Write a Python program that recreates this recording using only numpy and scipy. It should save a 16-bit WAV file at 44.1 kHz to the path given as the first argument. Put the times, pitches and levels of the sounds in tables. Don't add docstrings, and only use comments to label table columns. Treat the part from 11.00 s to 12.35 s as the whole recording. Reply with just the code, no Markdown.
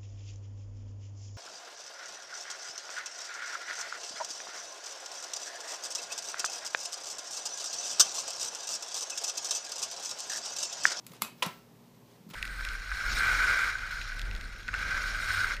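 import sys
import numpy as np
from scipy import signal
from scipy.fft import rfft, irfft
from scipy.io import wavfile
from scipy.ndimage import uniform_filter1d

SR = 44100
rng = np.random.default_rng(int(sys.argv[2]) if len(sys.argv) > 2 else 0)


def pcm_store(signal):
    levels = np.round(np.clip(np.atleast_2d(signal), -1, 1) * 32767)
    wavfile.write(sys.argv[1], SR, levels.astype(np.int16).T)


N = 59535
SPECTRUM_HZ = np.arange(N // 2 + 1) * SR / N


def undb(db):
    return 10 ** (np.asarray(db) / 20)


def along(hz, table, column):
    rows = np.array(table, float)
    return np.interp(np.log(hz + 1e-9), np.log(rows[:, 0]), rows[:, column])


def noise(spectrum):
    phase = 2 * np.pi * rng.random(len(SPECTRUM_HZ))
    x = irfft(undb(along(SPECTRUM_HZ, spectrum, 1)) * np.exp(1j * phase), N)
    return x / x.std()


def since(start):
    return np.maximum(np.arange(N) / SR - start, 0)


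def fade(age, rise, t60):
    return (1 - np.exp(-(age / rise) ** 2)) * np.exp(-np.log(1000) * age / t60)


def ring(age, rise, modes):
    total = np.zeros(N)
    for k, (hz, db, t60) in enumerate(modes):
        swing = np.sin(2 * np.pi * hz * age)
        total += (-1) ** k * undb(db) * swing * fade(age, rise, t60)
    return total


def burst(spectrum, start, rise, t60, count=4):
    shape = fade(since(start), rise, t60)
    x = noise(spectrum) * shape
    colour = undb(along(SPECTRUM_HZ, spectrum, 1))
    for _ in range(count):
        smooth = irfft(colour * np.exp(1j * np.angle(rfft(x))), N)
        x = smooth * np.minimum(10 * shape, 1)
    return x * np.sqrt(np.sum(shape ** 2) / np.sum(x ** 2))


def strikes(events, spectrum, burst_db, t60, rise, modes):
    out = np.zeros((2, N))
    for start, db, ring_db, tilt_db in events:
        colour = [(hz, level + tilt_db * np.log2(hz)) for hz, level in spectrum]
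        out[0] += undb(db + burst_db) * burst(colour, start, rise, t60)
        out[1] += undb(db + ring_db) * ring(since(start), rise, modes)
    return out


def friction(slides, spectrum, rough_db, size=90):
    slide = np.zeros(N)
    for start, length, db in slides:
        slide += undb(db) * np.sin(np.pi * np.minimum(since(start) / length, 1))
    catch = uniform_filter1d(rng.standard_normal(N), size)
    grit = noise(spectrum) * undb(rough_db * catch / catch.std())
    return slide * grit / grit.std()


# frequency in Hz, relative level in dB per Hz.
AIR_SPECTRUM = [(25, -64), (50, 5), (85, -13), (125, 1), (240, -6.5), (320, -10.5), (450, -11),
                (700, -16.5), (1030, -16.5), (1350, -24.5), (3000, -27), (6000, -29.5), (10000, -35),
                (13500, -30.5), (15000, -34)]
# frequency in Hz, rms level in dB.
HUM_TONES = [(118.4, -63), (177.6, -72.5), (236.9, -66), (409.1, -73.5)]


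def room_tone(air_db=-57):
    hum = np.zeros(N)
    for hz, db in HUM_TONES:
        cycles = hz * since(0) + rng.random()
        hum += np.sqrt(2) * undb(db) * np.sin(2 * np.pi * cycles)
    return undb(air_db) * noise(AIR_SPECTRUM) + hum


# start in seconds, length in seconds, level at its strongest in dB.
PRONG_SLIDES = [(0.04, 0.016, -55), (0.085, 0.074, -58), (0.209, 0.013, -46), (0.32, 0.33, -54),
                (1.288, 0.0092, -50), (1.297, 0.011, -44.5)]
# frequency in Hz, relative level in dB per Hz.
GRIT_SPECTRUM = [(300, -31), (1200, 0.5), (3200, -4), (5200, -1.5), (7000, -7.5), (9500, -10), (13500, -9),
                 (15500, 5.5)]


def prong_scrapes():
    return friction(PRONG_SLIDES, GRIT_SPECTRUM, rough_db=3)


# start in seconds, level of the whole click in dB,
# extra level of its ring in dB, extra brightness of its longer part in dB per octave.
PRONG_CONTACTS = [ (0.0656, -19.5, -25, 1.5), (0.077, -40, -8, -10), (0.1347, -31.5, 8.5, -3),
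                  (0.2197, -2, 0.5, 0.5), (0.4624, -16, -12, 2), ]
# frequency in Hz, relative level in dB per Hz.
SHORT_SPECTRUM = [(2000, -40), (6000, -4.5), (8000, -7), (12000, 6.5), (15500, 0)]
# frequency in Hz,
# relative level in dB per Hz.
LONG_SPECTRUM = [(100, -3), (400, -0.5), (800, -1.5), (1200, 4), (1650, -2), (2400, 6), (3500, 2.5),
                 (4700, 5.5), (5600, -5), (7500, 5), (9000, -3.5), (12000, -1), (15500, -7.5)]
# pitch in Hz, relative level in dB, time to fade by 60 dB in seconds.
SOCKET_RING = [(990, -20, 0.01), (1244, -21.5, 0.02), (2112, -29, 0.045), (2540, -40.5, 0.28),
               (3420, -35.5, 0.075), (4630, -29.5, 0.028), (9760, -35, 0.06)]
SHORT_DB, SHORT_RISE_S, SHORT_T60_S = -14, 0.00017, 0.0055
LONG_DB, LONG_T60_S, LONG_RISE_S = -18, 0.019, 0.00062


def prong_clicks():
    short = np.zeros(N)
    for start, db, _, _ in PRONG_CONTACTS:
        short += undb(db + SHORT_DB) * burst(SHORT_SPECTRUM, start, SHORT_RISE_S, SHORT_T60_S)
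    longer, rings = strikes(PRONG_CONTACTS, LONG_SPECTRUM, LONG_DB, LONG_T60_S, LONG_RISE_S, SOCKET_RING)
    return np.array([short + longer, rings])


# start in seconds, level in dB, pitch in Hz.
WALL_PUSHES = [(0.104, -36.5, 169), (0.222, -33, 204), (0.24, -39.5, 214), (0.4639, -24.5, 172.2),
               (1.202, -42, 192), (1.2651, -35, 191), (1.288, -37, 175), (1.308, -37, 170)]


def wall_thumps(rise_s=0.0016, t60_s=0.056):
    total = np.zeros(N)
    for start, db, hz in WALL_PUSHES:
        age = since(start)
        total -= undb(db) * np.sin(2 * np.pi * hz * age) * fade(age, rise_s, t60_s)
    return total


# start in seconds, length in seconds, level at its strongest in dB.
FINGER_SLIDES = [(0.115, 0.0089, -52), (0.125, 0.06, -57), (0.945, 0.013, -66.5), (1.05, 0.15, -68)]
# frequency in Hz, relative level in dB per Hz.
SKIN_SPECTRUM = [(150, -22), (500, -4.5), (1200, -12.5), (3000, -11.5), (7000, -16.5), (15000, -25)]


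def finger_rubs():
    return friction(FINGER_SLIDES, SKIN_SPECTRUM, rough_db=2.5)


# start in seconds, level of the whole knock in dB,
# extra level of its ring in dB, extra brightness of its clack in dB per octave.
PLATE_CONTACTS = [(0.4225, 0, 1.5, -0.5), (1.3057, -25, -8.5, 1.5), (1.3332, -17, -19, -1.5),
                  (1.3395, -18, -1, -4)]
# frequency in Hz, relative level in dB per Hz.
CLACK_SPECTRUM = [(100, -19), (400, -7), (700, -2.5), (1000, 2), (1550, -4.5), (2200, 3), (3100, 0),
                  (4400, -3), (6000, -6), (8500, -11), (11500, -10.5), (15500, -24)]
# pitch in Hz, relative level in dB,
# time to fade by 60 dB in seconds.
PLATE_RING = [(513.3, -42, 0.23), (914.4, -37.5, 0.24), (1008, -21.5, 0.046), (1334, -42, 0.38),
              (1987, -26.5, 0.03), (2478, -7, 0.013), (2744, -32.5, 0.09), (3033, -15, 0.025),
              (3355, -16, 0.018), (3763, -27.5, .035)]
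CLACK_DB, CLACK_T60_S, KNOCK_RISE_S = -19.5, 0.048, 0.00303


def plug_knocks():
    return strikes(PLATE_CONTACTS, CLACK_SPECTRUM, CLACK_DB, CLACK_T60_S, KNOCK_RISE_S, PLATE_RING)


# frequency in Hz, level against the direct sound in dB,
# time to fade by 60 dB in seconds.
ROOM_TAIL = [(149, 7.5, 0.38), (493, -1, 0.31), (1300, 0.5, 0.28), (2670, -5, 0.32), (6300, -4, 0.23),
             (10900, -7.5, 0.21), (16000, -12, 0.18)]
TAIL_GAP_S, TAIL_BUILD_S = 0.0014, 0.0024
WALL_ECHO_S, WALL_ECHO_DB, WALL_ECHO_TOP_HZ = 0.028, -9.5, 4000


def room(x):
    white, age, tail = rfft(rng.standard_normal(N)), since(TAIL_GAP_S), np.zeros(N)
    for centre in 62.5 * 2 ** (np.arange(17) / 2):
        inside = abs(np.log2((SPECTRUM_HZ + 1e-9) / centre)) < 1 / 4
        band = irfft(white * inside, N)
        decay = band * fade(age, TAIL_BUILD_S, along(centre, ROOM_TAIL, 2))
        level = undb(along(centre, ROOM_TAIL, 1)) * band.std()
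        tail += level * decay / np.sqrt(np.sum(decay ** 2))
    t = np.arange(N) / SR
    dull = signal.sosfilt(signal.butter(2, WALL_ECHO_TOP_HZ, fs=SR, output="sos"), x)
    wall_echo = undb(WALL_ECHO_DB) * np.interp(t - WALL_ECHO_S, t, dull, left=0)
    return signal.fftconvolve(x, tail)[:N] + wall_echo


def scene(ring_room_db=-14):
    tone = room_tone()
    scrapes = prong_scrapes()
    contacts, rings = prong_clicks() + plug_knocks()
    handling = contacts + scrapes + finger_rubs()
    echoes = room(handling + undb(ring_room_db) * rings)
    return (tone + handling + rings + wall_thumps() + echoes)[None]


def record(dry, low_cut_hz=134, top_hz=15300):
    thin = signal.sosfilt(signal.butter(2, low_cut_hz, "high", fs=SR, output="sos"), dry)
    return signal.sosfilt(signal.ellip(10, 0.2, 80, top_hz, fs=SR, output="sos"), thin)


dry = scene()
out = record(dry)
pcm_store(out)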